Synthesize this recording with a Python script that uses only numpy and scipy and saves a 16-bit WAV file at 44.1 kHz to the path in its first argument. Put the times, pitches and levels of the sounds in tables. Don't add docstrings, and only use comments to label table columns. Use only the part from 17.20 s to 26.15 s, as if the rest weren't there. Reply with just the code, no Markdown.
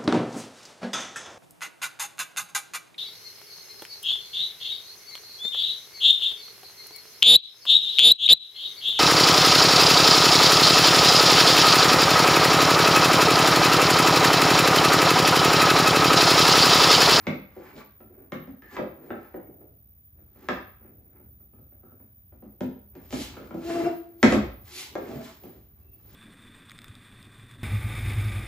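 import sys
import numpy as np
from scipy import signal
from scipy.fft import rfft, irfft, next_fast_len
from scipy.io import wavfile
from scipy.ndimage import map_coordinates

SR = 44100
rng = np.random.default_rng(int(sys.argv[2]) if len(sys.argv) > 2 else 0)


def waveform_to_disk(signal):
    frames = np.transpose(np.atleast_2d(signal))
    scaled = np.clip(frames, -1, 1) * 32767
    samples = np.round(scaled).astype(np.int16)
    wavfile.write(sys.argv[1], SR, samples)


N = 394650

# (freq_hz, level_db per Hz)
HUM_SPECTRUM = [(12, -68.5), (20, -33.5), (32, -24.5), (41, -13), (59, 2), (113, -2), (176, -25.5),
                (200, -10.5), (260, -37.5), (440, -120)]
# (time_s, level_db before it wavers)
HUM_LEVEL = [(0.0, -60.5), (0.45, -62.5), (3.0, -61.5), (3.49, -55), (3.7, -58.5), (5.8, -60.5), (6.0, -50),
             (6.45, -57.5), (7.05, -62), (7.22, -40.5), (7.6, -63), (7.88, -53), (8.1, -59), (8.95, -56)]
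# (freq_hz, level_db per Hz)
AIR_SPECTRUM = [(88, -32.5), (150, -4.5), (495, -25), (608, -25.5), (1150, -34), (6760, -40.5),
                (8460, -50.5), (9460, -43), (10600, -40.5), (12100, -43), (13000, -57)]
AIR_DB = -70.5
# (pitch_hz, level_db rms before they waver)
WHINE_TONES = [(14874, -62.5), (14939, -68)]

# (fullest_s, rise_s, fall_s, rub_db before the mix, hiss_over_rub_db, rumble_over_rub_db)
RUB_SWELLS = [(0.047, 0.091, 0.075, -56.5, -10.5, 3.5), (0.468, 0.22, 0.19, -55, -9, 1.5),
              (0.584, 0.061, 0.064, -52.5, -4, 6), (1.0, 0.18, 0.12, -69.5, -13, 14.5),
              (1.455, 0.047, 0.11, -70, -5, 9), (1.548, 0.08, 0.043, -48, -7, -2),
              (1.87, 0.15, 0.12, -62.5, -9.5, 16.5), (2.03, 0.18, 0.21, -62.5, -10, 4),
              (2.3, .08, 0.07, -79, -12, 32), (2.412, 0.04, 0.13, -78.5, -11, 28),
              (3.0, 0.067, 0.079, -77.5, -8, 14.5), (3.251, 0.17, 0.12, -64, -3.5, 10.5),
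              (3.66, 0.13, 0.09, -68.5, -21, 8), (3.78, 0.17, 0.45, -86, -13.5, 24.5),
              (3.97, 0.11, 0.12, -76, -12, 11), (5.765, 0.033, 0.096, -63, -10, 13),
              (5.85, .06, .05, -67, 1, 5), (5.935, .035, 0.24, -52, 6.5, 1),
              (6.02, .12, 0.1, -50.5, 8, -15), (6.25, 0.48, 0.18, -64.5, -3, 13.5),
              (6.51, 0.13, 0.25, -46.5, 0.5, 8), (6.648, 0.27, 0.08, -45, -6, 10),
              (6.9, 0.1, 0.36, -75, -8, 9.5), (7.12, 0.11, 0.091, -56, 10, 0),
              (7.49, 0.056, 0.081, -60.5, 4, -1.5), (7.585, 0.11, 0.14, -53, 12.5, 0),
              (7.921, 0.23, 0.206, -53.5, -3, 14), (8.053, 0.094, 0.15, -55, 3, -5),
              (8.271, 0.12, 0.28, -68.5, -1, 12), (8.6, 0.076, 0.12, -76, -3.5, 11.5),
              (8.76, 0.11, .08, -77.5, -1.5, 14.5), (8.95, 0.18, .1, -65.5, 1.5, 7)]
SWELL_FADE_DB, SWELL_SHAPE = 23, 1.42
# (freq_hz, level_db per Hz)
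HISS_SPECTRUM = [(1180, -29), (2000, -5.5), (2260, -4.5), (4230, -3), (7030, -7.5), (8200, -2),
                 (10700, -33.5), (18000, -120)]
FINE_SPECTRUM = [(5410, -37.5), (9200, -5.5), (10300, -5.5), (12600, -5), (16400, -36.5), (22000, -120)]
RUB_SPECTRUM = [(500, -30.5), (800, 1.5), (1300, -0.5), (1800, -1.5), (2500, -7), (3300, -26), (5000, -65)]
RUMBLE_SPECTRUM = [(59, -37), (100, -19.5), (242, -3), (404, -2), (448, -10.5), (652, -13.5), (900, -30),
                   (1170, -58.5), (1980, -120)]
FINE_DB, FINE_GROWS = -12, 0.4
GRIT_SPLIT_HZ, GRIT_DULLS = 2900, 0.26

# (start_s, strength_db, favoured_pitch_hz, rap_over_strength_db, thud_over_strength_db, click_over_strength_db)
BOARD_KNOCKS = [(0.0683, -27, 2320, 4.5, 4, -10.5), (0.3653, -39.5, 902, -20, -9, -29),
                (0.5649, -48.5, 2300, -11, 1, -5.5), (0.804, -48.5, 1390, -3, -5, -21),
                (1.1205, -34, 1740, 4.5, 2.5, -12.5), (1.2732, -48.5, 1870, -2.5, 10.5, -22),
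                (1.4208, -58.5, 1800, 13.5, 4.5, -3), (1.5664, -36, 1700, 9.5, -4, -11),
                (1.5871, -25.5, 1210, -9.5, -6, -32), (1.9042, -30.5, 1180, 0, -4, -35),
                (2.142, -34.5, 912, -8, -5, -43), (3.2865, -28.5, 1780, 10, -2.5, -7)]
CLAMP_KNOCKS = [(5.224, -47, 1010, -10, 3.5, -41), (5.407, -31, 930, -4, 7, -16),
                (5.7518, -49.5, 920, -1, 5.5, -12), (5.9067, -50, 2440, -8, -3, 3.5),
                (5.926, -31, 1340, -4.5, 6, -10), (6.168, -41.5, 1408, 3, -2.5, -24),
                (6.3078, -40, 1090, 1.5, 1.2, -26), (6.3426, -36.5, 902, -15, 3, -23),
                (7.0286, -15.5, 2027, 7, 4.5, -6.5), (7.1232, -19, 1030, -2, 1, -11),
                (7.7533, -28, 1170, -2.5, -12, -21), (8.2358, -44.5, 906, -9.5, -0.5, -14)]
# (start_s, strength_db)
FINGER_TAPS = [(0.9774, -68), (2.2272, -64), (2.4082, -61), (2.512, -70.5), (2.988, -63), (3.1563, -57),
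               (3.6107, -59.5), (3.6472, -57.5), (3.9977, -59), (4.2015, -63), (4.3321, -57.5),
               (4.3852, -58.5), (4.5208, -60), (4.6321, -55), (4.7188, -58), (4.8, -57.5), (5.1224, -55),
               (5.2575, -58), (8.3417, -62.5)]
# favoured_pitch_hz, rap_over_strength_db, thud_over_strength_db, click_over_strength_db
FINGER_SHARED = (1270.5, -4.5, 2, -29)
BOOM_OVER_THUD = {"board": -20.5, "clamp": -19.5, "finger": -7.5}
BLOW_TOP = {"board": 6560, "clamp": 20100, "finger": 3480}
# (pitch_hz, width_hz, relative level_db)
BOARD_MODES = [(960, 120, 1.2), (1263, 240, 4), (1670, 570, 1.5), (2110, 380, 1.5), (2760, 710, -6.5)]
UPPER_BED_MODES = [(341, 54.5, 1), (416, 50, -1), (500, 52, -1.5), (606.4, 72, -1.5), (674, 77, -4.5),
                   (792, 99, -6.5)]
LOW_BED_MODES = [(152, 15, -6.5), (205.3, 17, 2.24), (249.7, 28, 2.5), (283.2, 39, -1)]
BENCH_MODES = [(67, 5.8, -3), (112.5, 11, 4)]
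# (freq_hz, level_db per Hz)
CLICK_SPECTRUM = [(1500, -13.5), (2800, -5.6), (4500, -12.5), (7500, -13), (9500, -24), (16000, -33)]
SPOT_DB, SPOT_SHARP = 4, 9
TAP_TOP_HZ = 1600

# (start_s, end_s, pitch_hz, level_db before swell and mix, width_hz of a resonance applied twice)
SQUEAKS = [(0.463, 0.673, 2290, -67.5, 40), (1.416, 1.581, 1780, -58, 250), (2.138, 2.3, 2207, -79, 67),
           (4.622, 4.74, 1330, -71, 250), (7.475, 7.622, 354.5, -59, 20), (7.77, 7.883, 412, -42.5, 20),
           (7.875, 8.024, 238.5, -41, 54), (7.89, 7.97, 128, -48, 25), (7.883, 8.053, 655, -50, 20),
           (7.888, 8.024, 787, -53, 20), (8.618, 8.851, 2687, -76.5, 32)]

# (time_s, grip_db)
ROD_GRIP = [(6.33, -30), (6.35, -37.5), (6.41, -45.5), (6.474, -32.5), (6.615, -28), (6.635, -35.5),
            (6.672, -23.5), (6.775, -52), (6.797, -38), (6.9, -56.5), (7.02, -45.5)]
# (pitch_hz, level_db against one another, growth in dB per dB of grip)
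ROD_UPPER = [(806, -21.5, 2.5), (1310, -22.5, 1.6), (2720, -22, 1.2), (5200, -33.5, 2.4)]
ROD_HZ, ROD_FLAT_HZ, ROD_SETTLE_S = 339.3, 23.7, 0.053
OCTAVE_DB, OCTAVE_GROWS = -36.5, 1.03
OVERTONES_LOCK_S, ROD_STOP_S = 6.5, 6.68
UPPER_DIE_DB_PER_S, OCTAVE_DIE_DB_PER_S = 250.5, 54.5

# (freq_hz, correlation)
ALIKE = [(60, 0.96), (130, 0.96), (290, 0.9), (640, 0.35), (1400, 0.052), (8000, 0.015)]
# (freq_hz, t60_s)
ROOM_DECAY = [(60, 0.41), (200, 0.37), (1000, 0.47), (4000, 0.46), (10000, 0.25)]
# (freq_hz, gain_db)
WALL_RETURN = [(100, 1), (250, -3), (600, -1.5), (3000, -2), (9000, -4.5)]
# (freq_hz, left_lead in radians)
LEFT_LEAD = [(0, 0.5), (4400, 1.25), (6800, 1.2), (8000, -3.5), (9400, -1), (10400, -11.5), (11600, -5.5),
             (12600, -11), (15000, -11.5), (22000, -17)]
# (freq_hz, gain_db)
OVERALL_TONE = [(20, 1.98), (7800, 2), (8300, -10), (8800, -19.5), (9300, 5.5), (12400, 4), (12900, -23),
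                (14300, -22.5), (14700, 6), (15200, -1), (15700, -30.5)]
TOP_HZ = 16800


def amp(db):
    return 10 ** (np.asarray(db) / 20)


def unit(x):
    return x / np.sqrt(np.mean(x ** 2) + 1e-20)


def along(points, hz):
    f, v = np.transpose(points)
    return np.interp(np.log(hz + 1), np.log(f + 1), v)


def level_curve(rows):
    return np.interp(np.arange(N) / SR, *np.transpose(rows))


def wobble(rate):
    knots = rng.standard_normal(int(N * rate / SR) + 4)
    return map_coordinates(knots, [np.arange(N) * rate / SR])


def filtered(x, response):
    n = x.shape[-1]
    m = next_fast_len(n + 2048, True)
    return irfft(rfft(x, m) * response(np.fft.rfftfreq(m, 1 / SR)), m)[..., :n]


def coloured(x, spectrum):
    return unit(filtered(x, lambda hz: amp(along(spectrum, hz))))


def body(modes):
    def response(f):
        total = 0
        for k, (pitch, width, db) in enumerate(modes):
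            damping = 1j * f * width
            total = total + (-1) ** k * amp(db) * damping / (pitch * pitch - f * f + damping)
        return total
    return response


def diffuse(pairs):
    def mid_side(hz):
        turn = np.arccos(np.clip(along(ALIKE, hz), -1, 1)) / 2
        return np.array([np.cos(turn), np.sin(turn)])
    mid, side = np.moveaxis(filtered(pairs, mid_side), -2, 0)
    return np.stack([mid + side, mid - side], -2)


def tails(count):
    noise = diffuse(rng.standard_normal((count, 2, int(0.6 * SR))))
    hz, t, bands = signal.stft(noise, SR, nperseg=256)
    decay = amp(-60 * t / along(ROOM_DECAY, hz)[:, None])
    tail = signal.istft(bands * decay, SR, nperseg=256)[1]
    tail = tail * (1 - np.exp(-np.arange(tail.shape[-1]) / (0.0011 * SR)))
    tail = tail / np.linalg.norm(tail, axis=-1, keepdims=True)
    return filtered(tail, lambda hz: amp(along(WALL_RETURN, hz)))


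def at_ports(x):
    sides = np.array([[1], [-1]])
    return filtered(x, lambda hz: np.exp(0.5j * np.interp(hz, *np.transpose(LEFT_LEAD)) * sides))


def background():
    hum_gain = amp(level_curve(HUM_LEVEL) + 1.3 * wobble(7.5))
    hum = hum_gain * coloured(diffuse(rng.standard_normal((2, N))), HUM_SPECTRUM)
    air = amp(AIR_DB) * coloured(diffuse(rng.standard_normal((2, N))), AIR_SPECTRUM)
    t = np.arange(N) / SR
    whine = np.zeros(N)
    for hz, db in WHINE_TONES:
        gain = np.sqrt(2) * amp(db + 1.5 * wobble(9) + 2.1 * wobble(35))
        drift = 1.6 * wobble(45) + 0.25 * wobble(250)
        whine += gain * np.sin(2 * np.pi * hz * t + drift)
    return hum + air + at_ports(whine)


def scuffs():
    def rough(db, rate):
        return rng.standard_normal(N) * amp(db * wobble(rate))
    hiss = coloured(rough(1.3, 200), HISS_SPECTRUM)
    low_hiss = filtered(hiss, lambda hz: 1 / (1 + (hz / GRIT_SPLIT_HZ) ** 4))
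    fine = coloured(rough(1.5, 100), FINE_SPECTRUM)
    rub = coloured(rough(3.5, 60), RUB_SPECTRUM)
    rumble = coloured(rough(3.6, 40), RUMBLE_SPECTRUM)
    layers = [low_hiss, hiss - low_hiss, fine, rub, rumble]
    power = np.zeros((len(layers), N))
    for s, rise, fall, rub_db, hiss_db, rumble_db in RUB_SWELLS:
        on = np.arange(max(round((s - 2 * rise) * SR), 0), min(round((s + 2 * fall) * SR), N))
        late = on / SR - s
        distance = np.abs(late / np.where(late < 0, rise, fall))
        swell_db = rub_db - SWELL_FADE_DB * distance ** SWELL_SHAPE
        high_hiss_db = hiss_db + GRIT_DULLS * min(hiss_db - 5, 0)
        fine_db = (1 + FINE_GROWS) * hiss_db + FINE_DB
        mix_db = np.array([hiss_db, high_hiss_db, fine_db, 0, rumble_db])[:, None]
        power[:, on] += amp(swell_db + mix_db) ** 2
    return np.sum(np.sqrt(power) * layers, axis=0)


def blows_table():
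    fingers = [(s, db, *FINGER_SHARED) for s, db in FINGER_TAPS]
    blows = []
    for kind, rows in {"board": BOARD_KNOCKS, "clamp": CLAMP_KNOCKS, "finger": fingers}.items():
        for s, db, hz, rap, thud, click in rows:
            boom_db = db + thud + BOOM_OVER_THUD[kind]
            blows.append((s, db + rap, hz, db, db + thud, boom_db, db + click, BLOW_TOP[kind]))
    return blows


def knocks():
    t = np.arange(int(0.2 * SR)) / SR
    rows = blows_table()
    rap_db, pitch_hz, tap_db, thud_db, boom_db, click_db, top_hz = np.transpose(rows)[1:, :, None]

    def push(s):
        return np.exp(-t / s) * np.ones((len(rows), 1))

    def soft(s):
        return t / s * push(s)

    def chatter(t60):
        return rng.standard_normal((len(rows), len(t))) * amp(-60 * t / t60)

    def held(x, s):
        return x / np.linalg.norm(x, axis=1, keepdims=True) * np.sqrt(s * SR)

    favoured = body([(pitch_hz, pitch_hz / 0.73, 0)])
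    spot = body([(pitch_hz, pitch_hz / SPOT_SHARP, SPOT_DB)])
    rap = filtered(soft(0.00004) + 0.16 * chatter(0.034),
                   lambda f: (favoured(f) + spot(f)) * body(BOARD_MODES)(f) / (1 + 1j * f / top_hz) ** 2)
    tap = filtered(soft(0.00016) + 0.15 * chatter(0.035),
                   lambda f: body(UPPER_BED_MODES)(f) / (1 + 1j * f / TAP_TOP_HZ) ** 2)
    settling = 2.0 * chatter(0.082) * (1 - np.exp(-t / 0.011))
    thud = filtered(soft(0.0004) + settling, body(LOW_BED_MODES))
    boom = filtered(push(0.002), body(BENCH_MODES))
    tick = np.roll(push(0.00002) + 0.064 * chatter(0.035), SR // 1000, axis=1)
    click = filtered(tick, lambda hz: amp(along(CLICK_SPECTRUM, hz)) / (1 + (hz / top_hz) ** 4))

    blows = amp(rap_db) * held(rap, 0.00073) + amp(tap_db) * held(tap, 0.0042)
    blows += amp(thud_db) * held(thud, 0.0041) + amp(boom_db) * held(boom, 0.0099)
    blows += amp(click_db) * held(click, 0.0027)
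    pooled_tails = tails(count=9)[np.arange(len(rows)) % 9]
    echoes = signal.fftconvolve(blows[:, None], pooled_tails, axes=2)
    direct, wet = np.zeros(N + SR), np.zeros((2, N + SR))
    for row, blow, echo in zip(rows, blows, echoes):
        i = round(row[0] * SR)
        direct[i:i + len(t)] += blow
        late = i + 130
        wet[:, late:late + echo.shape[1]] += echo
    return at_ports(direct[:N]) + amp(5.0) * wet[:, :N]


def squeaks():
    out = np.zeros(N)
    for start, end, hz, db, width_hz in SQUEAKS:
        i, n = round(start * SR), round((end - start) * SR)
        mode = body([(hz, width_hz, 0)])
        ringing = filtered(rng.standard_normal(SR // 2), lambda f: mode(f) ** 2)
        swell = np.sqrt(np.sin(np.pi * np.arange(n) / n))
        out[i:i + n] += amp(db) * swell * unit(ringing[-n:])
    return out


def rod():
    t = np.arange(N) / SR
    start, end = ROD_GRIP[0][0], ROD_GRIP[-1][0]
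    gate = np.clip(np.minimum(t - start, end - t) / 0.029, 0, 1)
    grip_db = level_curve(ROD_GRIP)
    hz = ROD_HZ - ROD_FLAT_HZ * np.exp(-np.abs(t - start) / ROD_SETTLE_S)
    locked_db = -130 * np.clip(OVERTONES_LOCK_S - t, 0, 1)
    free_s = np.clip(t - ROD_STOP_S, 0, 1)
    phase = 2 * np.pi * np.cumsum(hz) / SR + 0.54 * wobble(30)
    first = amp(grip_db + 2.0 * wobble(67)) * np.sin(phase)

    octave_db = OCTAVE_DB + OCTAVE_GROWS * (grip_db + 29.5) + locked_db - OCTAVE_DIE_DB_PER_S * free_s
    octave = amp(octave_db + 1.5 * wobble(50)) * np.sin(2 * phase + 0.14 * wobble(30))

    upper = np.zeros(N)
    for mode_hz, db, grows in ROD_UPPER:
        mode_db = db - 32.5 + grows * (grip_db + 28) + locked_db - UPPER_DIE_DB_PER_S * free_s
        tone = np.sin(2 * np.pi * mode_hz * t + 3 * wobble(70))
        upper += amp(mode_db + 1.8 * wobble(60)) * tone
    return np.sqrt(2) * gate * (first + octave + upper)


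def scene():
    sliding, singing = scuffs() + squeaks(), rod()
    to_room = sliding + amp(-2.5) * singing
    wet = signal.fftconvolve(to_room[None], tails(count=1)[0], axes=1)[:, :N]
    direct = at_ports(amp(-2.0) * sliding + singing)
    return background() + knocks() + direct + amp(-1) * wet


def record(dry):
    return filtered(dry, lambda hz: amp(along(OVERALL_TONE, hz)) * (hz < TOP_HZ))


dry = scene()
out = record(dry)
waveform_to_disk(out)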